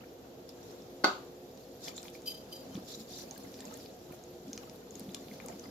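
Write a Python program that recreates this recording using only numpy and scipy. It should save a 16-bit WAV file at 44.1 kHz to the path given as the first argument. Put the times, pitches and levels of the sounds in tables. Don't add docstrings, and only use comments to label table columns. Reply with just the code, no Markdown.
import sys
import numpy as np
from scipy import signal
from scipy.fft import rfft, irfft
from scipy.io import wavfile

SR = 44100
rng = np.random.default_rng(int(sys.argv[2]) if len(sys.argv) > 2 else 0)


def transcribe(signal):
    frames = np.atleast_2d(signal).T
    limited = np.clip(frames, -1, 1)
    pcm = np.round(limited * 32767).astype(np.int16)
    wavfile.write(sys.argv[1], SR, pcm)


def how_loud(loudness_db):
    steps = np.asarray(loudness_db, float) / 20
    return 10 ** steps


N = 251704

# frequency in Hz, likeness (1 = identical).
PORT_LIKENESS = [(60, 0.94), (180, 0.97), (550, 0.84), (1650, -0.89), (4970, -4), (15000, 0.19)]


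def rms_one(x):
    return x / np.sqrt(np.mean(x ** 2) + 1e-20)


def peak_one(x):
    return x / abs(x).max()


def in_time(rows):
    s, level = np.transpose(rows)
    return np.interp(np.arange(N) / SR, s, level)


def at_hz(points, hz):
    points_hz, values = np.transpose(points)
    return np.interp(np.log(hz), np.log(points_hz), values)


def band(x, low_hz, high_hz, order=2):
    edges_hz = [low_hz, min(high_hz, .45 * SR)]
    return signal.sosfilt(signal.butter(order, edges_hz, "band", fs=SR, output="sos"), x)


def drift(rate_hz):
    r = np.exp(-2 * np.pi * rate_hz * 40 / SR)
    noise = rng.standard_normal(N // 40 + 2002)
    slow = signal.lfilter([1], [1, -2 * r, r * r], noise)[2000:]
    return np.interp(np.arange(N) / 40, np.arange(len(slow)), rms_one(slow))


def ring(force, hz, t60_s):
    r, w = how_loud(-60 / (t60_s * SR)), 2 * np.pi * hz / SR
    return signal.lfilter([0, np.sin(w)], [1, -2 * r * np.cos(w), r * r], force + 1e-18)


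def coloured(pair, spectrum):
    hz = np.maximum(np.arange(N // 2 + 1) * SR / N, 1)
    alike = np.clip(at_hz(PORT_LIKENESS, hz), 0, .99)
    mid, side = rfft(pair) * how_loud(at_hz(spectrum, hz)) * np.sqrt([1 + alike, 1 - alike])
    return rms_one(irfft([mid + side, mid - side], N))


def grains(per_s, spread_db):
    sizes_db = spread_db * np.minimum(rng.exponential(1, (2, N)), 5)
    signs = rng.choice([-1, 1], (2, N))
    return how_loud(sizes_db) * signs * (rng.random((2, N)) < per_s / SR)


def patches(per_s, low_hz, high_hz, cycles, patchy_db, spectrum):
    clicks, dealt = grains(per_s, spread_db=5.5), rng.integers(0, 16, N)
    out = np.zeros((2, N))
    for k, hz in enumerate(np.geomspace(low_hz, high_hz, 16)):
        gain = how_loud(at_hz(spectrum, hz) + patchy_db * drift(16))
        out += gain * ring(clicks * (dealt == k), hz, cycles / hz)
    return rms_one(out)


def swells(starts_s, lengths_s, levels_db, attack_s, release_s):
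    t, power = np.arange(N) / SR, np.zeros(N)
    for s, length_s, level_db in zip(starts_s, lengths_s, levels_db):
        rise = np.maximum(s - t, 0) / attack_s
        fall = np.maximum(t - s - length_s, 0) / release_s
        power += how_loud(2 * level_db) * np.exp(-2 * (rise + fall))
    return np.sqrt(power)


def above(level_db, rest_db):
    return np.sqrt(np.maximum(how_loud(level_db) ** 2 - how_loud(rest_db) ** 2, 0))


def add(out, s, sound):
    i = round(s * SR)
    out[..., i:i + sound.shape[-1]] += sound[..., :N - i]


def hum():
    # frequency in Hz, level in dB per Hz.
    air_spectrum = [(35, -55), (50, -28), (90, -11.5), (150, -9.5), (250, -8), (500, -13), (800, -15),
                    (1050, -23), (2200, -30.5), (3200, -28.5), (7000, -31), (8200, -42.5), (12700, -40.5),
                    (15800, -43)]
    # frequency in Hz, width in Hz, level in dB.
    room_tones = [(269.3, 12.4, -61), (356.5, 4.2, -58.5), (420.5, 5.9, -64), (479.8, 44, -57.5),
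                  (533.3, 5.5, -64), (641.8, 23, -64.5), (724, 18, -66.5), (12950, 74, -71),
                  (12400, 300, -77)]
    flicker = how_loud(.8 * drift(3))
    out = how_loud(-51.5 - 2.5) * flicker * coloured(rng.standard_normal((2, N)), air_spectrum)
    mains_hz, mains_db = 60.5, -71
    out += how_loud(mains_db) * np.sqrt(2) * np.sin(2 * np.pi * mains_hz * np.arange(N) / SR)
    for hz, width_hz, level_db in room_tones:
        alike = np.clip(at_hz(PORT_LIKENESS, hz), 0, .99)
        mid, side = ring(ring(rng.standard_normal((2, N)), hz, 3.5 / width_hz), hz, 0.43 / width_hz)
        tone = np.sqrt(1 + alike) * mid + np.sqrt(1 - alike) * side * [[1], [-1]]
        out += how_loud(level_db) * rms_one(tone)
    return out


def stirring():
    # time in seconds, level in dB.
    effort_curve = [(0, -71), (.45, -76), (.62, -65), (1.3, -68.5), (1.8, -65), (2.45, -64.5), (3.3, -60),
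                    (3.62, -58.5), (3.84, -57.5), (3.92, -65), (4.45, -65.5), (4.6, -61), (4.85, -67.5),
                    (4.97, -61), (5.71, -60.5)]
    # time in seconds, level in dB.
    load_curve = [(0, -57), (.38, -67), (.55, -61), (1.0, -60.5), (1.3, -60), (1.9, -58), (2.35, -57.5),
                  (2.7, -54), (2.9, -55), (3.45, -56), (3.7, -55), (3.85, -57), (4.22, -60), (4.6, -50.5),
                  (4.75, -56), (5.12, -51.5), (5.25, -54.5), (5.71, -52.5)]
    # start in seconds, length in seconds, rub in dB, spray in dB re rub.
    sweeps = [(0.492, .012, -58.5, -11), (0.637, 0.089, -63, -9), (1.593, 0.014, -65, -9),
              (1.839, 0.047, -47.5, -11), (1.88, 0.01, -51, -2), (1.97, 0.016, -49, -12),
              (2.046, 0.032, -55.5, -4), (2.147, 0.013, -56, -3.5), (2.751, .012, -54.5, -6),
              (2.884, 0.068, -48, -11), (2.996, 0.021, -52.5, -5), (3.109, 0.12, -48.5, -9.5),
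              (4.14, 0.01, -63, 5), (5.33, 0.024, -61, -1)]
    # start in seconds, length in seconds, level in dB.
    tumbles = [(0.01, 0.028, -57), (0.24, 0.033, -62), (.55, 0.18, -62), (1.878, 0.007, -44),
               (2.0, 0.05, -55), (2.308, 0.011, -64), (2.63, 0.022, -52), (2.744, 0.033, -50.5),
               (3.226, 0.15, -53.5), (3.44, 0.013, -55), (3.596, 0.14, -49.5), (4.106, 0.027, -54.5),
               (4.596, 0.086, -57), (5.146, 0.077, -53.5), (5.428, 0.09, -48.5), (5.642, 0.0092, -50.5)]
    # frequency in Hz, level in dB per Hz.
    rub_spectrum = [(2200, -44), (3000, -23), (3500, -2.5), (5000, 1), (7000, 1), (8000, 28.5), (9500, -19)]
    # frequency in Hz, level in dB per Hz.
    spray_spectrum = [(5000, 3.5), (7500, -8), (9000, 1.5), (13000, 7), (15750, -1.5), (16300, -30)]
    # frequency in Hz, level in dB.
    slosh_spectrum = [(500, 2.5), (900, 0), (1400, 0), (2600, 0.5)]

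    effort, load_db = how_loud(in_time(effort_curve)), in_time(load_curve)
    s, length_s, rub_db, wet_db = np.transpose(sweeps)
    sweep_attack_s, sweep_release_s = 0.017, 0.016
    rub_swells = swells(s, length_s, rub_db, sweep_attack_s, sweep_release_s)
    spray_swells = swells(s, length_s, rub_db + wet_db, sweep_attack_s, sweep_release_s)
    tumble_swells = swells(*np.transpose(tumbles), attack_s=0.01, release_s=0.033)
    rubbing = np.hypot(effort, rub_swells)
    spraying = np.hypot(effort * how_loud(-3.5), spray_swells)
    tumbling = np.hypot(how_loud(load_db - 9.5), tumble_swells)

    rub_grains = patches(20000, 2900, 7200, cycles=115, patchy_db=3.3, spectrum=rub_spectrum)
    rub = rubbing * band(rub_grains, 2800, 9500)
    spray = spraying * how_loud(1.5 * drift(40)) * coloured(grains(6000, spread_db=2.5), spray_spectrum)
    slosh_grains = patches(1200, 484, 2965, cycles=62.0, patchy_db=-2.0, spectrum=slosh_spectrum)
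    slosh = tumbling * how_loud(-3.5) * slosh_grains
    shove = how_loud(3.3 * drift(23)) * band(rng.standard_normal(N), 176, 296)
    return rub + spray + slosh + above(load_db, rest_db=-59.5) * rms_one(shove)


def ticks():
    # start in seconds, peak in dB, pitch in Hz, left-right in dB.
    pops = [(0.4907, -38, 5100, 2), (0.82, -43.5, 5300, -7), (1.979, -28, 3900, -5),
            (2.1499, -43.5, 2330, 8), (3.095, -45, 4200, 4), (3.3094, -31, 6400, -9),
            (3.6526, -36.5, 7040, -12), (3.7399, -33.5, 7200, -7), (4.2373, -40, 7000, -0.6),
            (4.5306, -25, 6230, 3), (4.9068, -39.5, 6840, 13), (4.954, -34.5, 6740, 13),
            (5.312, -43, 2090, 6), (5.5948, -38, 6150, 16.5), (5.6391, -40, 5040, 8)]
    # start in seconds, peak in dB, pitch in Hz, left-right in dB.
    snaps = [(0.1854, -54, 6940, -0.6), (1.5738, -42, 6350, 3), (1.881, -28, 3620, 2),
             (1.882, -25, 5400, 0.6), (2.029, -31.5, 7000, 8), (2.054, -41, 2350, 7),
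             (2.0814, -34.5, 3550, 10), (2.2194, -43, 6890, 2), (2.7528, -35, 3330, -1),
             (2.767, -37.5, 4620, -2.5), (3.5304, -45, 4980, 0.6), (3.541, -34.5, 5300, 8),
             (3.5892, -39, 4700, 3), (3.6047, -31.5, 7000, 3), (3.8, -36, 5270, 5), (3.859, -35, 4900, 2),
             (4.4805, -44, 7000, 9), (4.576, -26, 6200, 3), (4.5765, -33, 2700, -5),
             (4.696, -36.5, 5800, 10), (5.091, -40, 3510, 0.6), (5.005, -38, 6340, 3.5),
             (5.1452, -24.5, 5600, 11), (5.1455, -29.5, 6800, 16), (5.147, -33, 10100, 20),
             (5.2834, -42, 4100, -15), (5.3368, -39.5, 5000, 3), (5.4001, -40, 2330, 23),
             (5.4835, -41, 2280, 5), (5.484, -34.5, 7140, 18)]
    # start in seconds, peak in dB, pitch in Hz, left-right in dB.
    bursts = [
        (2.0184, -49, 6600, 4),
        (0.4904, -50, 6000, 0.6),
        (2.0996, -48, 7380, -2),
        (3.3774, -41, 4330, -1),
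        (3.7714, -44.5, 3300, 2),
        (4.1225, -50.5, 2340, -4),
        (4.7586, -50.5, 4060, 8),
        (4.9945, -43.5, 5140, 15),
        (5.46, -41, 6860, 4),
    ]
    # ring in cycles, broad snap in dB re ring, bright crack in dB re ring.
    kinds = [
        (20.4, -9, -14),
        (7.05, -8, -28),
        (12, -32, 9.5),
    ]
    # lag in seconds, level in dB.
    pot_echoes = [(.0009, -9), (.0017, -10), (.0029, -13), (.0046, -16)]

    out, t = np.zeros((2, N)), np.arange(1024) / SR
    click = 3 * (t == 0)
    rows = [row + kind for table, kind in zip((pops, snaps, bursts), kinds) for row in table]
    for s, peak_db, hz, pan_db, cycles, snap_db, crack_db in rows:
        a, b, c = rng.standard_normal((3, len(t)))
        kick = click + np.array([a + .5 * b, a + .5 * c]) * how_loud(-8 - 60 * t / .004)
        body = ring(ring(kick, hz, cycles / hz), hz, cycles / hz / 2)
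        tear = click + np.array([a, .6 * a + .8 * b]) * how_loud(-9 - 60 * t / .005)
        snap = band(tear, .25 * hz, 7400, order=3)
        crack = band(np.array([c, b]) * how_loud(-60 * t / .007), 8000, 15900, order=3)
        sound = peak_one(body) + how_loud(snap_db) * peak_one(snap) + how_loud(crack_db) * peak_one(crack)
        pan = how_loud([[pan_db / 2], [-pan_db / 2]])
        add(out, s + 0.00097, how_loud(peak_db - 3.25) * sound * pan)
    echoes = sum(how_loud(echo_db) * np.roll(out[::-1], round(lag_s * SR), axis=1) for lag_s, echo_db in pot_echoes)
    return out + echoes


def knock():
    # start in seconds, peak in dB.
    touches = [
        (1.0387, -23),
        (1.0424, -5),
        (1.0471, -15.5),
        (1.0686, -28),
        (1.072, -27),
    ]
    # frequency in Hz, level in dB, t60 in seconds.
    tub_modes = [(201.4, -16.5, 0.67), (340, 1.5, 0.028), (510, -3, 0.022), (754, -8, 0.043),
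                 (1012, -20, 0.055), (1257, -5, 0.14), (1270, -7, 0.039), (1473, -1, 0.085),
                 (1505, -6.5, 0.081), (2090, -9, 0.045), (3790, -7, 0.02), (4390, 0, 0.044),
                 (4620, 0, 0.033), (5860, -11, 0.03)]
    # frequency in Hz, level in dB per Hz.
    rattle_spectrum = [(120, -38), (220, -29), (350, 2.5), (1500, 4), (1800, -11.5), (3500, -6),
                       (4500, -5.5), (5500, -14), (7300, -13), (8200, -28.5), (15800, -21)]

    out, force, t = np.zeros((2, N)), np.zeros(N), np.arange(N) / SR
    for hz, level_db, t60_s in tub_modes:
        clicks = np.zeros((2, N))
        for s, peak_db in touches:
            at = s * SR + rng.integers(0, 24, 2)
            clicks[[0, 1], at.astype(int)] = how_loud(peak_db + level_db - 16.5 + rng.normal(0, 2.2))
        out += ring(clicks, hz, t60_s)
    for s, peak_db in touches:
        age_s = np.maximum(t - s, 0)
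        onset = 1 - np.exp(-age_s / 0.00063)
        decay = how_loud(-14.5 - 60 * age_s / 0.033) + how_loud(-31.5 - 60 * age_s / 0.39)
        force += onset * how_loud(peak_db) * decay
    rattle = force * coloured(rng.standard_normal((2, N)), rattle_spectrum)
    return band(out + rattle, 260, 13500)


def thuds():
    # start in seconds, peak in dB, pitch in Hz, t60 in seconds.
    pushes = [(2.248, -56, 230, 0.04), (2.75, -34, 191, 0.18), (2.775, -29.5, 297, 0.032),
              (2.972, -41, 214, 0.043), (3.004, -42, 227, 0.15), (3.669, -42, 215, 0.086),
              (4.108, -38, 277, 0.017), (4.489, -42, 258, 0.1), (4.531, -46, 212, 0.075),
              (5.012, -35.5, 227, 0.042), (5.084, -35, 196, 0.054), (5.3, -60, 270, 0.064),
              (5.497, -41, 374, 0.071)]
    out = np.zeros(N)
    for s, peak_db, hz, t60_s in pushes:
        push = np.zeros(6000)
        push[:100] = np.hanning(100)
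        floor = ring(push, hz, np.clip(t60_s, .01, .2))
        add(out, s, how_loud(peak_db) * peak_one(band(floor, 106, 1500)))
    return out


def grate():
    # centre in seconds, force in dB, half length in seconds, extra on long low bars in dB.
    slips = [(2.262, -47, 0.0047, -14), (2.277, -42, 0.0077, 6), (2.302, -48.5, 0.013, -5),
             (2.317, -49.5, 0.0046, 4), (2.344, -54, 0.0074, 0), (2.375, -57.5, 0.0076, 4.5),
             (2.408, -62, 0.0064, 2), (2.519, -56, 0.0052, -13), (2.528, -47, 0.0038, 3),
             (2.56, -54.5, 0.014, -2), (2.601, -61.5, 0.017, -1), (2.73, -81, 0.021, 18.5)]
    # frequency in Hz, level in dB per Hz.
    grit_spectrum = [(1800, -34), (2500, -2), (5000, -.6), (7500, -12), (8500, -10), (15800, -7)]
    bars_hz = (2600, 3095, 3150, 3978, 4820, 4862, 5222, 6315, 6934, 7574, 9130, 12640)
    # level in dB, t60 in seconds.
    bar_modes = [(-19, 0.057), (-.6, 0.045), (-0.8, 0.036), (-5, 0.036), (3, 0.037), (4, 0.084),
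                 (-7, 0.052), (-9, 0.049), (-7, 0.068), (-10.5, 0.08), (-2, 0.038), (-4.5, 0.067)]

    t = np.arange(N) / SR
    rushes = np.array([how_loud(force_db) * np.exp(-((t - s) / half_s) ** 2) for s, force_db, half_s, _ in slips])
    force = rushes.sum(0)
    low_force = how_loud(np.array(slips)[:, 3]) @ rushes
    out = how_loud(-2) * force * coloured(rng.standard_normal((2, N)), grit_spectrum)
    for hz, (level_db, t60_s) in zip(bars_hz, bar_modes):
        drive = low_force if hz < 3500 else force
        shake = drive * np.cos(2 * np.pi * hz * t + 1.7 * drift(45))
        bar = how_loud(level_db - 40.0) * ring(shake, hz, t60_s)
        out += [np.roll(bar, rng.integers(0, 4)), bar]
    return out


def kitchen(x):
    # frequency in Hz, level in dB.
    wall_spectrum = [(100, -44), (200, 8.5), (5000, 4.5), (15800, -6.5)]
    t, t60_s = np.arange(N) / SR, 0.22
    tail = coloured(rng.standard_normal((2, N)), wall_spectrum) * how_loud(-60 * t / t60_s) * (t > .003)
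    tail = tail[:, :SR // 2]
    tail = tail / np.sqrt((tail ** 2).sum(1, keepdims=True))
    return signal.fftconvolve(x, tail, axes=1)[:, :N]


def scene():
    tub, snaps, bars, soft = knock(), ticks(), grate(), thuds()
    to_room = how_loud(-8.5) * tub + how_loud(-11) * snaps + how_loud(-11) * bars
    return tub + snaps + bars + soft + kitchen(to_room) + stirring() + hum()


def roll_off(x):
    return signal.sosfilt(signal.butter(12, 15900, fs=SR, output="sos"), x)


def record(dry):
    low_pass = signal.cheby2(12, 60, 16500, fs=SR, output="sos")
    mix = signal.sosfilt(low_pass, dry)
    return roll_off(mix)


dry = scene()
out = record(dry)
transcribe(out)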